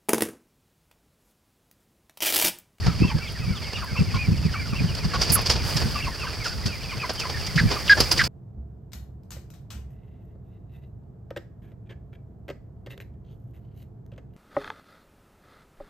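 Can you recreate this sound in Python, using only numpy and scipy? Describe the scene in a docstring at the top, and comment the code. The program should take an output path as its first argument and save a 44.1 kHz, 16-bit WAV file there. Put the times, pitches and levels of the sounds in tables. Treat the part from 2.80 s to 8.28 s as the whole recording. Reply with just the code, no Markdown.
"""Herding chickens in a wire pen

Outdoors, under a low roof, a stick knocks on the ground and drives young chickens along. They whistle
short falling peeps and cluck; one squawks three times as it flaps away, a slow membrane roughening its
voice. Friction on dry dirt, straw and wire makes grainy noise, and the microphone lifts the rustle near
5 kHz. Dull bumps and a low rumble of moving air lie underneath."""
import sys
import numpy as np
from scipy import signal
from scipy.fft import rfft, irfft, next_fast_len
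from scipy.io import wavfile
from scipy.ndimage import map_coordinates

SR = 44100
rng = np.random.default_rng(int(sys.argv[2]) if len(sys.argv) > 2 else 0)


def dump_mix(stems):
    """Bounce the given channels to the path in sys.argv[1] as a 16-bit WAV at rate SR."""
    frames = np.atleast_2d(stems).T  # one column per channel
    limited = np.clip(frames, -1, 1)  # hard clip at full scale
    pcm = np.round(limited * 32767).astype(np.int16)
    wavfile.write(sys.argv[1], SR, pcm)


N = 241527

# Strength of the wind and of the birds' shuffling. Each row: time in seconds, level in dB.
WIND_LEVEL = [(0.0, -37.5), (0.14, -34), (0.44, -40.5), (1.07, -38), (1.25, -34), (3.14, -35),
              (3.44, -40.5), (4.08, -39), (4.52, -43.5), (4.86, -33.5), (5.15, -44), (5.47, -33)]
SHUFFLE_LEVEL = [(0, -36), (.52, -39.5), (1.8, -39), (2.28, -35), (2.47, -28.5), (2.8, -33.5),
                 (3.02, -31.5), (3.27, -36.5), (4.1, -38.5), (4.6, -35.5), (5.05, -34), (5.47, -32.5)]
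# Long sweeps through dry straw. Each row: start in seconds, rise in seconds, level in dB.
SWISHES = [(2.82, 0.063, -39), (4.2, 1.33, -42.5)]
# Strokes on dirt. Each row: start in seconds, 60 dB decay time in seconds, level in dB.
STICK_TAPS = [(.06, .11, -23.5), (.381, .04, -30), (.93, .037, -28), (2.335, .13, -26), (2.587, .05, -24),
              (2.752, 0.13, -25), (3.013, 0.082, -25.5), (4.291, 0.077, -22), (4.495, 0.059, -24.5),
              (4.9, .26, -21.5), (5.167, .26, -23.5)]
BIRD_SCUFFS = [(2.149, .031, -25.5), (2.41, 0.15, -18.5), (2.491, 0.2, -23.5), (2.657, .11, -20.5),
               (2.693, 0.15, -14.5), (2.963, .1, -20.5), (3.635, .34, -28), (3.856, 0.096, -23.5),
               (4.393, .1, -24), (4.663, 0.072, -26.5), (4.755, .1, -27.5), (5.201, .066, -11),
               (5.23, 0.11, -26.5), (5.311, 0.087, -13), (5.373, .12, -19.5), (5.434, .12, -24)]
# Dull bumps. Each row: centre in seconds, level in dB, pitch in Hz.
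BUMPS = [(.07, -10.5, 155), (.084, -8.5, 154), (.209, -10, 154), (.223, -5, 262), (.251, -7, 185),
         (.354, -10, 129), (.603, -15, 104), (.683, -12.5, 111), (.707, -10.5, 125), (1.132, -16, 111),
         (1.193, -12.5, 138), (1.21, -6, 159), (1.351, -12, 127), (1.488, -5.5, 139), (1.523, -7, 160),
         (1.656, -7, 138), (1.934, -15.5, 184), (2.011, -11, 162), (2.045, -10.5, 155), (2.256, -9.5, 141),
         (2.507, -11.5, 125), (2.961, -13.5, 135), (3.059, -13, 149), (3.861, -11, 130), (4.764, -8.5, 148),
         (4.815, -13, 165), (4.84, -7, 166), (4.857, -9, 160), (5.205, -11.5, 334)]
# Squawks and hoarse grumbles. Each row: start in seconds, length in seconds, pitch in Hz, level in dB,
# rasp from 0 to 1, pitch sag as a ratio, mid-note lift as a ratio.
SQUAWKS = [(.078, 0.026, 1300, -32.5, 0.85, 1, 1.05), (1.343, 0.029, 1081, -27, 0.86, 1, 0.99),
           (2.338, 0.027, 1126, -23, 1, 1, 1), (4.779, 0.025, 1610, -18, 0.73, 1, 1.28),
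           (5.098, .036, 1614, -9, 0.12, 1, 1.04), (5.394, 0.026, 1770, -16, .9, 1.09, 0.96)]
# Whistled peeps. Each row: start in seconds, length in seconds, starting pitch in Hz, level in dB.
PEEPS = [(.201, .12, 2333, -34), (.279, 0.035, 3100, -35), (.4, .07, 2140, -37), (0.466, .033, 3560, -38.5),
         (.593, 0.081, 2550, -39), (.666, 0.079, 2133, -37.5), (0.752, 0.041, 3750, -39.5),
         (.825, 0.091, 2075, -38), (.935, 0.044, 2480, -32), (0.955, .048, 3780, -38),
         (1.082, .054, 2220, -39), (1.157, 0.057, 2330, -31), (1.353, 0.13, 2165, -33),
         (1.74, 0.1, 2130, -33.5), (1.951, 0.054, 2510, -30.5), (2.064, 0.068, 3200, -38.5),
         (2.781, .047, 2430, -37.5), (3.14, .084, 2730, -33), (3.218, .045, 2620, -27.5),
         (3.384, .075, 2840, -36), (3.594, .055, 2330, -36), (3.879, .1, 2674, -37),
         (4.089, .043, 2440, -35.5), (4.188, 0.067, 2565, -32), (4.378, .056, 3200, -34.5),
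         (4.538, .039, 1780, -33.5), (4.87, .06, 2350, -32.5), (5.172, 0.024, 1680, -28.5)]
# Short low clucks. Each row: start in seconds, mid-note pitch in Hz, level in dB.
CLUCKS = [(.229, 1053, -35), (.296, 975, -32.5), (1.02, 1085, -28.5), (1.15, 1066, -32),
          (1.737, 1237, -31.5), (1.922, 1157, -32.5), (2.553, 1201, -22), (3.146, 1190, -29.5),
          (3.265, 1007, -32.5), (3.43, 1121, -27.5), (3.466, 1314, -31), (3.646, 1442, -28),
          (4.116, 1148, -33.5), (4.226, 1081, -29), (4.436, 1096, -30.5), (4.952, 1204, -31)]
# Scrapes and ticks on the wire. Each row: start in seconds, length in seconds, level in dB.
WIRE_SCRAPES = [(.521, 0.0046, -47), (1.041, .005, -44), (2.52, 0.038, -17.5), (2.613, 0.0072, -41),
                (4.334, 0.0055, -41), (5.201, 0.0087, -26.5), (5.318, 0.011, -29)]
# Spectral envelopes of the sources. Each row: frequency in Hz, gain in dB.
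RUMBLE_SPECTRUM = [(18, -34), (32, -8.5), (65, 1.5), (150, -4.5), (300, -21), (1500, -71)]
SHUFFLE_SPECTRUM = [(100, -17.5), (420, -1), (700, -6), (2200, -8.5), (3400, -10), (4020, -14), (4500, -1),
                    (4900, 1), (5600, -10), (6800, -19.5), (15500, -35)]
STRAW_SPECTRUM = [(3000, -37), (6000, 0.5), (13500, -2.5), (15800, -4)]
DIRT_SPECTRUM = [(100, -18), (350, -3), (1050, -7), (1700, -11.5), (3300, -10), (4000, -12.5), (4700, 1),
                 (5200, -2.5), (5900, -12), (8000, -23.5), (15500, -40)]
SHUDDER_SPECTRUM = [(30, -8), (100, 2.5), (170, 3.5), (290, -13.5), (450, -20.5), (1000, -62)]
THROAT_SPECTRUM = [(500, -30), (1100, -1), (1600, 0.5), (2300, 2), (4000, 0.5), (4900, 8), (6000, -8),
                   (15000, -35)]
WIRE_SPECTRUM = [(3000, -50), (6500, -21), (8500, -16), (10500, -3), (12000, -9), (13500, -11),
                 (15500, -20)]
# Likeness of the noise in the two channels. 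Each row: frequency in Hz, correlation from 0 to 1.
COHERENCE = [(40, 0.46), (200, 0.36), (500, 0.75), (1000, 0.93), (5000, 0.9), (12000, 0.25)]
# Stereo balance. Each row: frequency in Hz, left minus right level in dB.
BALANCE = [(60, -1), (250, -1), (1500, -0.8), (5000, -1.5), (8500, -5), (15000, -9)]
# Reverberation of the pen. Each row: frequency in Hz, 60 dB decay time in seconds.
PEN_DECAY = [(200, 0.13), (2000, 0.14), (10000, 0.075)]


def amp(db):
    """Decibels as an amplitude ratio."""
    return 10 ** (np.asarray(db) / 20)


def unit(x):
    """A signal scaled to an rms of 1."""
    return x / np.sqrt(np.mean(x ** 2) + 1e-20)


def along(points, hz):
    """Interpolation of (Hz, value) points on a logarithmic frequency axis."""
    freqs, values = np.transpose(points)
    return np.interp(np.log(hz + 1), np.log(freqs + 1), values)


def wobble(rate, n):
    """A smooth random curve of n samples, with rate knots a second."""
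    return map_coordinates(rng.standard_normal(int(n * rate / SR) + 4), [np.arange(n) * rate / SR])


def filtered(x, response):
    """Linear filtering: the spectrum is multiplied by a frequency response."""
    n = x.shape[-1]
    size = next_fast_len(n + 4096)
    return irfft(rfft(x, size) * response(np.fft.rfftfreq(size, 1 / SR)), size)[..., :n]


def add(track, start, x):
    """Superposition: x joins the track at a start time in seconds."""
    i = max(round(start * SR), 0)
    track[..., i:i + x.shape[-1]] += x[..., :max(N - i, 0)]


def grit(spectrum, n, grain_db, tilt_db=0):
    """Random modulation clumps stereo noise of rms 1 into millisecond grains; tilt_db is per octave."""
    angle = lambda hz: np.arccos(np.clip(along(COHERENCE, hz), -1, 1)) / 2
    colour = lambda hz: amp(along(spectrum, hz) + tilt_db * np.log2(np.maximum(hz, 500) / 4000))
    grains = rng.standard_normal((2, n)) * amp(grain_db * wobble(700, n))
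    mid, side = filtered(grains, lambda hz: colour(hz) * [np.cos(angle(hz)), np.sin(angle(hz))])
    return unit(np.array([mid + side, mid - side]))


def slur(length, contour, rasp, waver=0.022, overtone_db=-17, flutter_db=3):
    """A whistle glides through three pitches; fast amplitude modulation broadens its line into a rasp."""
    n = int(max(length, .01) * SR)
    progress = np.linspace(0, 1, n)
    pitch = np.polyval(np.polyfit([0, .5, 1], contour, 2), progress)
    phase = 2 * np.pi * np.cumsum(pitch * (1 + waver * wobble(330, n))) / SR
    swell = np.abs(np.sin(np.pi * progress)) ** 0.42 * amp(flutter_db * unit(wobble(119.3, n)))
    tone = np.sin(phase) + amp(overtone_db) * np.sin(2 * phase)
    return swell * (1 + rasp * wobble(1398, n)) * tone


def air_rumble(wind_db, feet_db, swish):
    """Wind and the draughts of feet and sweeps add in power as they buffet the microphone."""
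    air = np.linalg.norm([amp(wind_db + 4.4), amp(feet_db - .5), amp(2) * swish], axis=0)
    return air * amp(2.33 * wobble(25, N)) * grit(RUMBLE_SPECTRUM, N, grain_db=-1.5)


def shuffle(feet_db):
    """Many small contacts of feet on dirt merge into a flickering friction noise."""
    return amp(feet_db + 1.8 * wobble(45, N)) * grit(SHUFFLE_SPECTRUM, N, grain_db=1.5)


def swish_envelope(t, t60=1.6):
    """Each sweep through the straw grows linearly, then decays exponentially."""
    return sum(np.clip((t - start) / rise, 0, 1) * amp(db - 60 * np.maximum(t - start - rise, 0) / t60)
               for start, rise, db in SWISHES)


def straw(t, swish, growth_db_per_s=0.63):
    """Dry straw crackles more as the chase goes on; the sweeps add to it in power."""
    return np.hypot(amp(-55 + growth_db_per_s * t), swish) * grit(STRAW_SPECTRUM, N, grain_db=1.9)


def flock(calls=100):
    """Faint falling whistles, scattered in time and pitch, sum to the chatter of the birds behind."""
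    out = np.zeros(N)
    for slot, (delay, height, stretch) in enumerate(rng.random((calls, 3))):
        hz = 1400 + 2000 * height
        start = (slot + delay) * N / SR / calls
        add(out, start, amp(-44) * slur(0.036 + .05 * stretch, [hz, .87 * hz, .72 * hz], rasp=0.29))
    return out


def dirt_stroke(t60, tilt_db):
    """Friction gathers loose grit, which settles exponentially; a slow stroke also swells slowly."""
    t = np.arange(SR // 3) / SR
    rise = 0.0032 + 0.033 * t60
    envelope = np.minimum(t / rise, 1) * amp(-60 * np.maximum(t - rise, 0) / t60)
    return envelope * grit(DIRT_SPECTRUM, len(t), grain_db=2, tilt_db=tilt_db)


def stick():
    """Impact and friction: the stick knocks and drags on the ground with little treble."""
    out = np.zeros((2, N))
    for start, t60, db in STICK_TAPS:
        add(out, start, amp(db) * dirt_stroke(t60, tilt_db=-2))
    return out


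def bumps(width_cycles=0.64, offset_rad=0.6, shudder_s=0.017):
    """A low pressure pulse meets the two microphone ports out of phase, inside a short shudder."""
    out, t = np.zeros((2, N)), np.arange(-SR // 25, SR // 10) / SR
    for centre, db, hz in BUMPS:
        phase = rng.uniform(0, 2 * np.pi) + offset_rad * rng.choice([-1, 1]) * np.array([[1], [-1]])
        pulse = np.exp(-(t * hz / width_cycles) ** 2) * np.cos(2 * np.pi * hz * t + phase)
        shudder = np.exp(-np.abs(t - .008) / shudder_s) * grit(SHUDDER_SPECTRUM, len(t), grain_db=-2)
        add(out, centre + t[0], amp(db - 2) * (pulse + amp(-9) * shudder))
    return out


def squawk_stages(length, hz, db, rasp, sag, lift, catch_ratio=2.15):
    """The course of one cry. Each row: time from the note in seconds, pitch in Hz, level in dB, rasp."""
    edge_rasp = 0.44 * rasp
    return [(-.019, hz * catch_ratio, db - 19, 0.89),  # the voice catches high, weak and rough
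            (-.005, hz * np.sqrt(catch_ratio), db - 19, 0.89),
            (0, hz * sag, db, edge_rasp),
            (length / 2, hz * lift, db - 4 * rasp, rasp),  # the rasp peaks and saps the level
            (length, hz / sag, db, edge_rasp),
            (length + .009, hz / sag * 0.91, db - 24, edge_rasp)]  # the pitch drops as it dies


def squawks(buzz_hz=340, buzz_depth=1.26, jitter=0.092):
    """Source and filter: a slower membrane modulates a forced whistle, and the throat colours it."""
    out = np.zeros(N)
    for start, *voice in SQUAWKS:
        times, *columns = np.transpose(squawk_stages(*voice))
        t = np.arange(times[0], times[-1], 1 / SR)
        n = len(t)
        pitch, db, rasp = [np.interp(t, times, column) for column in columns]
        buzz = np.sin(2 * np.pi * np.cumsum(buzz_hz * (1 + 0.1 * wobble(199, n))) / SR)
        phase = 2 * np.pi * np.cumsum(pitch * (1 + jitter * rasp * wobble(904, n))) / SR
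        # the hard third harmonic gives way as the push of air runs out
        third = amp(np.linspace(-12, -32, n)) * (1 + .5 * wobble(474, n))
        tone = np.sin(phase) + amp(-26) * np.sin(2 * phase) + third * np.sin(3 * phase)
        breath = amp(-4) * np.sqrt(np.abs(rasp)) * rng.standard_normal(n)
        modulation = (1 + buzz_depth * rasp * buzz) / (1 + .5 * rasp)
        add(out, start + times[0], amp(db) * np.sqrt(2) * (tone + breath) * modulation)
    return filtered(out, lambda hz: amp(along(THROAT_SPECTRUM, hz)))


def peeps(easy_hz=2146, relax_share=.56, alarm_octaves_per_s=.068, calm_s=3.98):
    """Relaxation: a near bird's whistle slides towards its easy pitch, ending lower later in the chase."""
    out = np.zeros(N)
    for start, length, start_hz, db in PEEPS:
        end_hz = start_hz * (easy_hz / start_hz) ** relax_share * 2 ** (-alarm_octaves_per_s * start)
        # a harder push lifts the middle of a calm peep
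        arch = 1 + 0.03 * (db + 41) * np.exp(-start / calm_s)
        contour = [start_hz, arch * (start_hz + end_hz) / 2, end_hz]
        add(out, start, amp(db - 1.2) * slur(length, contour, rasp=0.34, waver=.014, overtone_db=-15))
    return out


def clucks(length=0.0311):
    """A steep frequency glide settles on a low, slightly hoarse note."""
    out = np.zeros(N)
    for start, hz, db in CLUCKS:
        call = slur(length, [1.3 * hz, hz, 0.88 * hz], rasp=.36, waver=0.03, overtone_db=-12)
        add(out, start, amp(db - 0.14) * call)
    return out


def wire_mesh(attack_s=0.0015, t60=0.032):
    """Sliding friction excites the wire, which sings brightly during contact and then dies away."""
    out, t = np.zeros((2, N)), np.arange(SR // 8) / SR
    for start, length, db in WIRE_SCRAPES:
        slide = np.minimum(t / attack_s, 1) * amp(-60 * np.maximum(t - length + attack_s, 0) / t60)
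        add(out, start, amp(db) * slide * grit(WIRE_SPECTRUM, len(t), grain_db=1))
    return out


def scuffs():
    """Friction of feet and wings on dirt: the harder the stroke, the more body its spectrum has."""
    out = np.zeros((2, N))
    for start, t60, db in BIRD_SCUFFS:
        add(out, start, amp(db) * dirt_stroke(t60, tilt_db=2.7 - 0.09 * (db + 22)))
    return out


def pen_echo(x):
    """Scattering between the low roof and the ground gives a short, diffuse reverberation."""
    hz, t, spectra = signal.stft(rng.standard_normal(SR // 4), SR, nperseg=256)
    decay = amp(-60 * t / along(PEN_DECAY, hz)[:, None])
    tail = signal.istft(spectra * decay, SR, nperseg=256)[1]
    response = np.pad(tail, (SR // 300, 0)) / np.linalg.norm(tail)
    return signal.fftconvolve(x, response)[:N]


def scene():
    """The sources superpose; the voices echo under the roof and the treble lies mostly to the right."""
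    t = np.arange(N) / SR
    wind_db = np.interp(t, *np.transpose(WIND_LEVEL))
    feet_db = np.interp(t, *np.transpose(SHUFFLE_LEVEL))
    swish = swish_envelope(t)
    chatter, cries = peeps() + flock() + clucks(), squawks()
    birds = chatter + cries + pen_echo(amp(-9) * chatter + amp(-19.5) * cries)
    background = air_rumble(wind_db, feet_db, swish) + shuffle(feet_db)
    crackle = straw(t, swish) * amp([[-1.5], [1.5]])
    mix = birds + background + scuffs() + stick() + wire_mesh() + bumps()
    return filtered(mix, lambda hz: amp(along(BALANCE, hz) * np.array([[.5], [-.5]]))) + crackle


def record(dry, cutoff_hz=15900):
    """Band limiting: an ideal low-pass filter removes everything above the cutoff."""
    return filtered(dry, lambda hz: hz < cutoff_hz)


dry = scene()
out = record(dry)
dump_mix(out)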